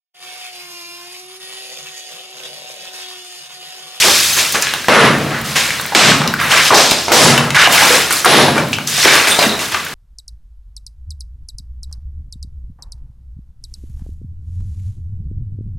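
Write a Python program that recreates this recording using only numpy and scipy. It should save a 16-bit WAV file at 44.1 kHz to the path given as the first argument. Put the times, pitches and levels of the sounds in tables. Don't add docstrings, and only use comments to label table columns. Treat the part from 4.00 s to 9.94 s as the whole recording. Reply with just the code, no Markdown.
import sys
import numpy as np
from scipy import signal
from scipy.fft import rfft, irfft, next_fast_len
from scipy.io import wavfile

SR = 44100
rng = np.random.default_rng(int(sys.argv[2]) if len(sys.argv) > 2 else 0)


def master(y):
    cut = np.clip(np.atleast_2d(y).T, -1, 1)
    pcm = np.round(cut * 32767)
    wavfile.write(sys.argv[1], SR, pcm.astype(np.int16))


N = 261947
TIME = np.arange(N) / SR
BANDS_HZ = 40 * 2 ** (np.arange(18) / 2)
CUTOFF_HZ = 16000
# frequency_hz, side_minus_mid_db
STEREO_WIDTH = [(60, -8), (110, -27), (200, -21.5), (380, -17), (700, -13.5), (1290, -14), (2380, -15),
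                (4400, -9), (8120, -9.5), (15000, -11)]


def amp(db):
    return np.exp(np.asarray(db) * (np.log(10) / 20))


def rms(x):
    return np.sqrt(np.mean(x ** 2) + 1e-20)


def at_hz(points, hz):
    f, value = np.transpose(points)
    return np.interp(np.log(hz), np.log(f), value)


def add(out, s, sound):
    start = max(round(s * SR), 0)
    out[:, start:start + sound.shape[-1]] += sound[..., :N - start]


def band(x, hz, octaves=1 / 4, order=2):
    high = min(hz * 2 ** octaves, SR * 9 / 20)
    low = min(hz / 2 ** octaves, high / 2 ** (1 / 8))
    return signal.sosfilt(signal.butter(order, [low, high], "band", fs=SR, output="sos"), x)


def fade(t60, size):
    return np.exp(-np.log(1000) * TIME[:size] / max(t60, 1 / 1000))


def ring(hz, t60, size=SR):
    return np.sin(2 * np.pi * hz * TIME[:size]) * fade(t60, size)


def diffuse_noise(hz, size):
    mid, side = rng.standard_normal((2, size))
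    return band(mid + amp(at_hz(STEREO_WIDTH, hz)) * side * [[1], [-1]], hz)


def outdoor_air(level_db=-30):
    # frequency_hz, density_db
    air_colour = [(40, -28), (80, -4), (140, -3), (300, -5.5), (1000, -10), (4000, -9.5), (15000, -23.5)]
    size = next_fast_len(N)
    hz = np.maximum(np.arange(size // 2 + 1) * SR / size, 1)
    mid, side = rfft(rng.standard_normal((2, size))) * amp(at_hz(air_colour, hz))
    noise = irfft(mid + amp(at_hz(STEREO_WIDTH, hz)) * side * [[1], [-1]], size)[:, :N]
    return amp(level_db) * noise / rms(noise)


def spill_flow(start_s, swell_s, pour_s, t60):
    rise = np.clip((TIME - start_s) / swell_s, 0, 1)
    settling_s = np.maximum(TIME - start_s - swell_s - pour_s, 0)
    fall_db = np.minimum(60 * settling_s / t60, 200)
    return (rise * amp(-fall_db)) ** 2


def spill_levels(size_spread_octaves=0.63):
    # start_s, octave_level_db, swell_s, pour_s, t60_s, pitch_hz, skirt_db_per_octave
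    spills = [(0.0, -11.5, 0.0013, 0.13, 2, 5020, 8), (0.027, -15, 0.02, .017, 0.44, 620, 3.5),
              (0.13, -19, .08, 0.11, 1.1, 14000, 20), (0.36, -16.5, 0.015, 0.031, 0.42, 4440, 4.5),
              (0.54, -16, 0.0071, 0.014, 0.31, 1270, 4.5), (0.615, -21, .009, 0.056, 0.92, 2580, 12.5),
              (1.166, -22, 0.013, 0.14, 0.63, 383, 4.5), (1.295, -22.5, 0.025, .06, 0.52, 1520, 12.5),
              (1.437, -28.5, 0.019, 0.13, 0.86, 4800, 1.5), (1.55, -16.5, 0.014, 0.021, 1.1, 3300, 5),
              (1.698, -32, 0.029, .4, .7, 1930, 8), (2.188, -20.5, 0.017, 0.095, 0.33, 830, 7.5),
              (2.376, -18, 0.029, 0.13, .59, 1590, 9), (2.40, -24.5, 0.011, .09, .4, 14000, 18),
              (2.49, -12, 0.029, 0.081, 0.44, 2330, 6), (2.597, -13.5, 0.054, 0.029, .28, 3800, 7.3),
              (2.705, -6.5, 0.01, 0.016, 0.78, 740, 5.5), (2.731, -9.5, 0.018, 0.05, 1.1, 4400, 14),
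              (3.078, -7.5, 0.098, .038, 0.56, 513, 5), (3.149, -17, 0.092, .164, 0.9, 1070, 12),
              (3.544, 0.3, 0.066, 0.028, 0.19, 2140, 8), (3.67, -12, 0.0057, 0.02, 0.32, 740, 1),
              (3.688, -12.5, 0.03, .246, .67, 2900, 3.5), (4.102, -19.5, .007, 0.071, 0.46, 6300, 3.5),
              (4.54, -14, 0.027, .005, 0.57, 533, 5), (4.729, -19, 0.0026, 0.0024, 0.13, 4130, 12.5),
              (4.867, -22, 0.0072, 0.057, 0.82, 5930, 6), (4.894, -11, 0.17, .023, 0.59, 4300, 8),
              (5.038, -9.5, .015, 0.0083, 0.37, 1270, 4.5), (5.064, -12, .013, 0.058, 1.3, 2220, 4.5),
              (5.27, -17.5, 0.0035, 0.017, 0.89, 3750, 2), (5.386, -17, 0.0055, 0.059, 0.45, 1040, 2.5),
              (5.507, -20, 0.0079, .01, .44, 446, 6.4), (5.578, -24.5, 0.035, 0.021, 0.71, 4100, 2),
              (5.716, -23.5, .004, 0.023, 0.87, 2290, 6)]
    _, db, _, _, _, pitch, skirt = np.transpose(spills)
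    flows = np.array([spill_flow(s, swell, pour, t60) for s, _, swell, pour, t60, _, _ in spills])
    octaves_off = np.hypot(np.log2(BANDS_HZ[:, None] / pitch), size_spread_octaves) - size_spread_octaves
    octave_share = BANDS_HZ[:, None] * np.log(2) / (SR / 2)
    power_density = amp(db - skirt * octaves_off) ** 2 / octave_share
    return np.sqrt(power_density @ flows)


def impacts(per_s, spread_db, count=12000):
    wait, size, sign = rng.random((count, 3)).T
    at = np.cumsum(-np.log(1 - wait) * SR / per_s).astype(int)
    sizes = amp(-spread_db * np.log(np.maximum(size, 1 / 50))) * np.sign(sign - .5)
    return at[at < N], sizes[at < N]


def chip_rings(hz, per_s=100, t60_cycles=65, count=4):
    out = np.zeros(N)
    for f in hz * 2 ** ((np.arange(count) + rng.random(count)) / (2 * count) - 1 / 4):
        at, sizes = impacts(per_s / count, spread_db=-1.0, count=1000)
        bounces = np.bincount(at, sizes, N) + 1e-18
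        angle = 2 * np.pi * f / SR
        decay = np.exp(-np.log(1000) * f / (t60_cycles * SR))
        out += signal.lfilter([np.sin(angle)], [1, -2 * decay * np.cos(angle), decay * decay], bounces)
    return out / rms(out)


def rubble(grains_per_s=800, grain_db=-16, colour_spread_db=7, wash_db=-1, chip_db=-5):
    # frequency_hz, gain_db
    heap_colour = [(40, -79), (80, -36), (140, -6), (300, -8), (550, -4.5), (900, -4.5), (1700, -0.5),
                   (3000, -3), (5000, -1.5), (8000, -2.5), (11000, -1.3), (15000, -9)]
    at, sizes = impacts(grains_per_s, spread_db=1.5)
    colours = amp(colour_spread_db * rng.uniform(-2, 2, (12000, len(BANDS_HZ))))[:len(at)]
    out = np.zeros((2, N))
    for hz, colour, level in zip(BANDS_HZ, colours.T, spill_levels()):
        clicks = np.bincount(at, sizes * colour, N)
        wash = diffuse_noise(hz, N)
        direct_db = grain_db - max(np.log2(hz / 2000), 0)
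        sound = amp(direct_db) * band(clicks / rms(clicks) + 1e-18, hz) + amp(wash_db) * wash
        if 250 < hz < 7500:
            sound += amp(chip_db) * rms(wash) * chip_rings(hz)
        out += level * amp(at_hz(heap_colour, hz)) * sound
    return out


def fracture(hz, octaves, t60, size=SR // 4):
    envelope = fade(t60, size)
    burst = band(rng.standard_normal(size) * envelope, hz, max(octaves, 1 / 10), order=1)
    bass_cut = signal.butter(2, hz / 2 ** (octaves + 1), "high", fs=SR, output="sos")
    burst = signal.sosfilt(bass_cut, burst)
    return .5 * burst * rms(envelope) / rms(burst)


def clack(hz, octaves, t60, longest_cycles=110, count=6, size=SR // 4):
    steps = (np.arange(count) + rng.random(count)) / count * 2 - 1
    modes_hz = np.minimum(hz * 2 ** (octaves * steps), CUTOFF_HZ)
    weights = np.exp(-steps ** 2) * rng.choice([-1, 1], count)
    body = sum(w * ring(f, min(t60, longest_cycles / f), size) for f, w in zip(modes_hz, weights))
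    return body / np.sqrt(2 * np.sum(weights ** 2))


def crumbly_contact(knock, hz, octaves):
    top_hz = np.clip(3.4 * hz * 2 ** octaves, 200, SR * 9 / 20)
    return signal.sosfilt(signal.butter(2, top_hz, fs=SR, output="sos"), knock)


def shed_tail(colour, decay_scale, bass_cut_db=7.5, bass_cut_hz=330, size=SR * 5 // 4):
    # frequency_hz, t60_s
    shed_decay = [(50, 4.8), (140, 2), (300, 0.98), (700, 0.53), (2000, 0.61), (5000, 0.56), (10000, 0.53),
                  (16000, 0.091)]
    tail = np.zeros((2, size))
    for hz in BANDS_HZ:
        db = at_hz(colour, hz) - bass_cut_db / (1 + (hz / bass_cut_hz) ** 4)
        tail += amp(db) * diffuse_noise(hz, size) * fade(decay_scale * at_hz(shed_decay, hz), size)
    return tail


def shimmer(hz, t60, width_hz, size=SR):
    blur = signal.butter(2, width_hz, fs=SR, output="sos")
    paths = signal.sosfilt(blur, rng.standard_normal((2, size + SR // 10)))[:, -size:]
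    phase = 2 * np.pi * hz * TIME[:size]
    tone = paths[0] * np.cos(phase) + paths[1] * np.sin(phase)
    return tone / (np.sqrt(2) * rms(paths)) * fade(t60, size)


def falling_pieces(tick_db=-2, crunch_db=-3, body_db=1, pan_spread_db=1, echo_db=-5):
    # start_s, level_db, pitch_hz, spread_octaves, t60_s
    knocks = [(0.023, -1.5, 2860, 0.44, 0.094), (0.084, 4, 695, 1.6, 0.012),
              (0.392, -7.5, 3070, 1.1, 0.049), (0.449, -7, 2580, 0.27, 0.055),
              (.5235, -6.5, 11000, 0.89, 0.022), (0.5473, -13, 1165, 1.46, 0.033),
              (0.6233, -1, 6600, 0.76, 0.021), (0.67, -7, 2450, 0.44, 0.01),
              (0.7379, 2, 2182, 1.35, 0.0064), (0.844, -10, 1710, 0.29, .015),
              (1.345, -17, 1790, 0.38, .08), (1.558, -7, 2240, 0.63, 0.23),
              (1.7054, 0.5, 1940, 0.37, 0.0079), (1.798, -10, 1420, 0.49, 0.017),
              (1.855, -9, 1800, 0.48, 0.01), (1.88, -18, 3420, 0.99, 0.015), (1.922, -8, 825, 0.33, .05),
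              (2.400, -6, 1790, 0.7, 0.017), (2.118, 0.5, 1317, 0.45, 0.04),
              (2.2174, 0, 1610, 0.73, 0.0092), (2.276, -2, 4220, 0.9, 0.013), (2.339, 1, 1630, 0.29, 0.015),
              (2.412, -5, 1286, 0.55, 0.039), (2.5161, 1, 3020, 0.35, 0.052), (2.574, -1, 2215, 0.41, 0.17),
              (2.7059, 4.5, 1175, 0.5, 0.05), (2.722, 3, 813, 0.5, 0.1), (2.7435, -1.5, 4900, 0.25, 0.15),
              (2.76, -17, 557, 0.27, 0.17), (2.9099, -1.5, 3940, 0.9, 0.063), (2.917, 2.5, 633, 1.4, 0.017),
              (3.082, -6.5, 928, 1.46, 0.038), (3.3774, -0.5, 2186, 1.14, 0.041),
              (3.505, -4.5, 2280, 1.4, 0.018), (3.546, -5.5, 1695, 0.98, 0.22),
              (3.567, 12.5, 1624, 0.4, 0.36), (3.654, 6, 2996, 0.097, 0.079),
              (3.6746, 12.5, 835, 0.43, 0.022), (3.723, -2.5, 10100, 0.63, 0.17),
              (3.779, 0.5, 2100, 0.75, 0.092), (3.82, -2.5, 1068, 0.5, 0.083),
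              (4.1078, -4.5, 1604, 0.6, 0.047), (4.109, -13, 12500, 0.3, .025),
              (4.125, -5.5, 9500, 0.41, 0.093), (4.2459, 0, 1474, 0.5, 0.083), (4.249, 1, 9600, .7, 0.0098),
              (4.483, -2, 812, 1.0, 0.058), (4.5796, -5, 1570, 1, 0.042), (4.7307, -4, 2600, 0.14, 0.016),
              (4.7857, -6.5, 1120, 1.34, 0.014), (4.8742, -5, 6450, 0.41, 0.018),
              (4.980, -10.5, 1420, 1.64, 0.058), (5.031, -6, 2000, 0.73, 0.037),
              (5.056, 2.5, 470, 1.05, 0.051), (5.081, 4.5, 2000, 0.51, 0.21),
              (5.154, -3, 1500, 1.62, 0.058), (5.272, -1, 1820, 1.05, 0.017),
              (5.3893, 2.5, 777, 0.58, 0.03), (5.391, 2, 4550, 0.7, 0.023), (5.4263, -4, 3210, 0.77, 0.074),
              (5.465, -9.5, 237, 0.33, 0.12), (5.5917, -12, 3080, 0.87, 0.04),
              (5.722, -9, 2180, 1.34, 0.014), (5.7446, 0, 1196, 0.51, 0.027),
              (5.8654, -15.5, 1720, 0.61, 0.04)]
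    # start_s, pitch_hz, level_db, t60_s
    clinks = [(0.327, 6300, -17, 0.18), (0.328, 11500, -19, 0.2), (.326, 14800, -20, 0.14),
              (.523, 14400, -19, .06), (.528, 6300, -18.5, 0.21), (3.654, 2930, -9, 0.12),
              (3.905, 500, -10, 0.22), (3.941, 465, -16, 0.2), (4.733, 2900, -20, 0.26),
              (5.276, 8750, -23, 0.5), (5.306, 8680, -15, 0.27), (5.31, 3650, -11.5, 0.2),
              (5.43, 3720, -19, 0.39), (5.4955, 3870, -14.5, 0.17)]
    out = np.zeros((2, N))
    for s, db, hz, octaves, t60 in knocks:
        tick = amp(tick_db) * fracture(hz, octaves + 1, t60=0.0011)
        crunch = amp(crunch_db) * fracture(hz, octaves, t60)
        body = amp(body_db) * clack(hz, octaves, t60)
        pan_db = pan_spread_db * rng.normal() * np.array([[1], [-1]])
        add(out, s, amp(db + pan_db) * crumbly_contact(tick + crunch + body, hz, octaves))
    for s, hz, db, t60 in clinks:
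        add(out, s, amp(db) * shimmer(hz, t60, width_hz=min(170, 0.072 * hz)))
    room = shed_tail(colour=[(100, 0.32), (12000, -2.3)], decay_scale=0.61)
    echo = signal.fftconvolve(out, room / np.sqrt(np.sum(room[0] ** 2)), axes=1)[:, :N]
    return out + amp(echo_db) * echo


def mortar_trickle(ticks_per_s=22, faintest_db=-31, spread_db=5.5, centre_hz=11500):
    out = np.zeros((2, N))
    wait, size, pitch = rng.random((200, 3)).T
    times = np.cumsum(-np.log(1 - wait)) / ticks_per_s
    levels = faintest_db - spread_db * np.log(np.maximum(size, 1 / 20))
    pitches = centre_hz * 2 ** (.5 * (pitch - .5))
    for s, db, hz in zip(times, levels, pitches):
        if s < N / SR:
            add(out, s, amp(db) * fracture(hz, octaves=.5, t60=0.032, size=SR // 20))
    return out


def sledgehammer(thud_db=-9, boom_build_s=0.00033, steel_build_s=0.012):
    # start_s, crack_db, crack_hz, boom_db, boom_decay_scale, wall_db, steel_db
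    blows = [(0.884, 20.5, 775, 6, 1, -11, -11), (1.9493, 22, 2180, 6, 0.86, -17, -44),
             (3.1184, 24.5, 830, 7.5, 0.93, -9, -4.5), (4.2575, 19.5, 880, 5, 1, -13.5, -8)]
    # frequency_hz, density_db
    first_boom = [(24, -54), (40, -29), (96, -17.5), (220, 1.5), (312, -5), (467, 0), (965, -1.5),
                  (1270, 1), (2840, -7.5), (9220, -26.5), (10400, -31), (11800, -41), (14800, -34),
                  (16000, -44)]
    second_boom = [(24, -52), (40, -26), (69, -21), (194, 5), (337, -5), (570, -4.5), (680, 5), (751, -11),
                   (810, -5), (965, 0), (2500, 0), (6820, -6.5), (13800, -27), (16000, -41)]
    third_boom = [(24, -60), (40, -52), (130, -6), (199, -7), (237, -7.5), (320, -6.5), (354, 0),
                  (382, -9.5), (503, -1), (2320, -9), (6330, -8), (9220, -20.5), (10400, -20), (16000, -16)]
    fourth_boom = [(24, -59), (40, -29), (81, -28), (112, -4.5), (220, 3), (290, 6), (354, 3), (733, 5.5),
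                   (1810, -1), (2000, -7), (3220, 1), (7170, -14), (10400, -15), (16000, -40)]
    # pitch_hz, level_db, t60_s
    wall_modes = [(105, -30, 1.3), (134.2, -4.5, 1.87), (148.8, -6, 2.33), (163.3, -40, 0.42),
                  (235, -2.5, 1.46), (358, -2, 0.61), (492, 15, 0.28)]
    head_modes = [(10140, 0, .62), (10760, -11, .5), (13130, -12, .45), (15060, -17, .5)]
    colours = (first_boom, second_boom, third_boom, fourth_boom)
    steel_rise = 1 - np.exp(-TIME[:SR] / steel_build_s)
    out = np.zeros((2, N))
    for (s, crack_db, crack_hz, boom_db, decay_scale, wall_db, steel_db), colour in zip(blows, colours):
        add(out, s, amp(crack_db) * fracture(crack_hz, octaves=0.25, t60=0.02))
        add(out, s, amp(crack_db + thud_db) * fracture(hz=330, octaves=0.67, t60=0.11))
        boom = shed_tail(colour, decay_scale)
        boom *= 1 - np.exp(-TIME[:boom.shape[1]] / boom_build_s)
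        add(out, s, amp(boom_db) * boom / rms(boom[:, :SR // 10]))
        for hz, db, t60 in wall_modes:
            add(out, s, amp(wall_db + db) * ring(hz, t60))
        for hz, db, t60 in head_modes:
            add(out, s, amp(steel_db + db) * shimmer(hz, t60, width_hz=105) * steel_rise)
    return out


def scene():
    return sledgehammer() + falling_pieces() + rubble() + mortar_trickle() + outdoor_air()


def gain_control(x, limit_db=-4, release_db_per_s=130, attack_s=0.00017):
    power = signal.lfilter(np.ones(100) / 100, [1], np.mean(x ** 2, axis=0))
    over_db = np.maximum(10 * np.log10(np.maximum(power, 1e-12)) - limit_db, 0)
    release_db = release_db_per_s * TIME
    held_db = np.maximum.accumulate(over_db + release_db) - release_db
    pole = np.exp(-1 / (attack_s * SR))
    return x * amp(-signal.lfilter([1 - pole], [1, -pole], held_db))


def record(dry, drive_db=0.53, ceiling=0.86, low_cut_hz=45, lean_left_db=0.2):
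    driven = gain_control(dry) * amp(drive_db + lean_left_db * np.array([[.5], [-.5]])) / ceiling
    clipped = ceiling * driven / (1 + driven ** 8) ** (1 / 8)
    thinned = signal.sosfilt(signal.butter(2, low_cut_hz, "high", fs=SR, output="sos"), clipped)
    return signal.sosfilt(signal.ellip(10, .1, 80, CUTOFF_HZ, fs=SR, output="sos"), thinned)


dry = scene()
out = record(dry)
master(out)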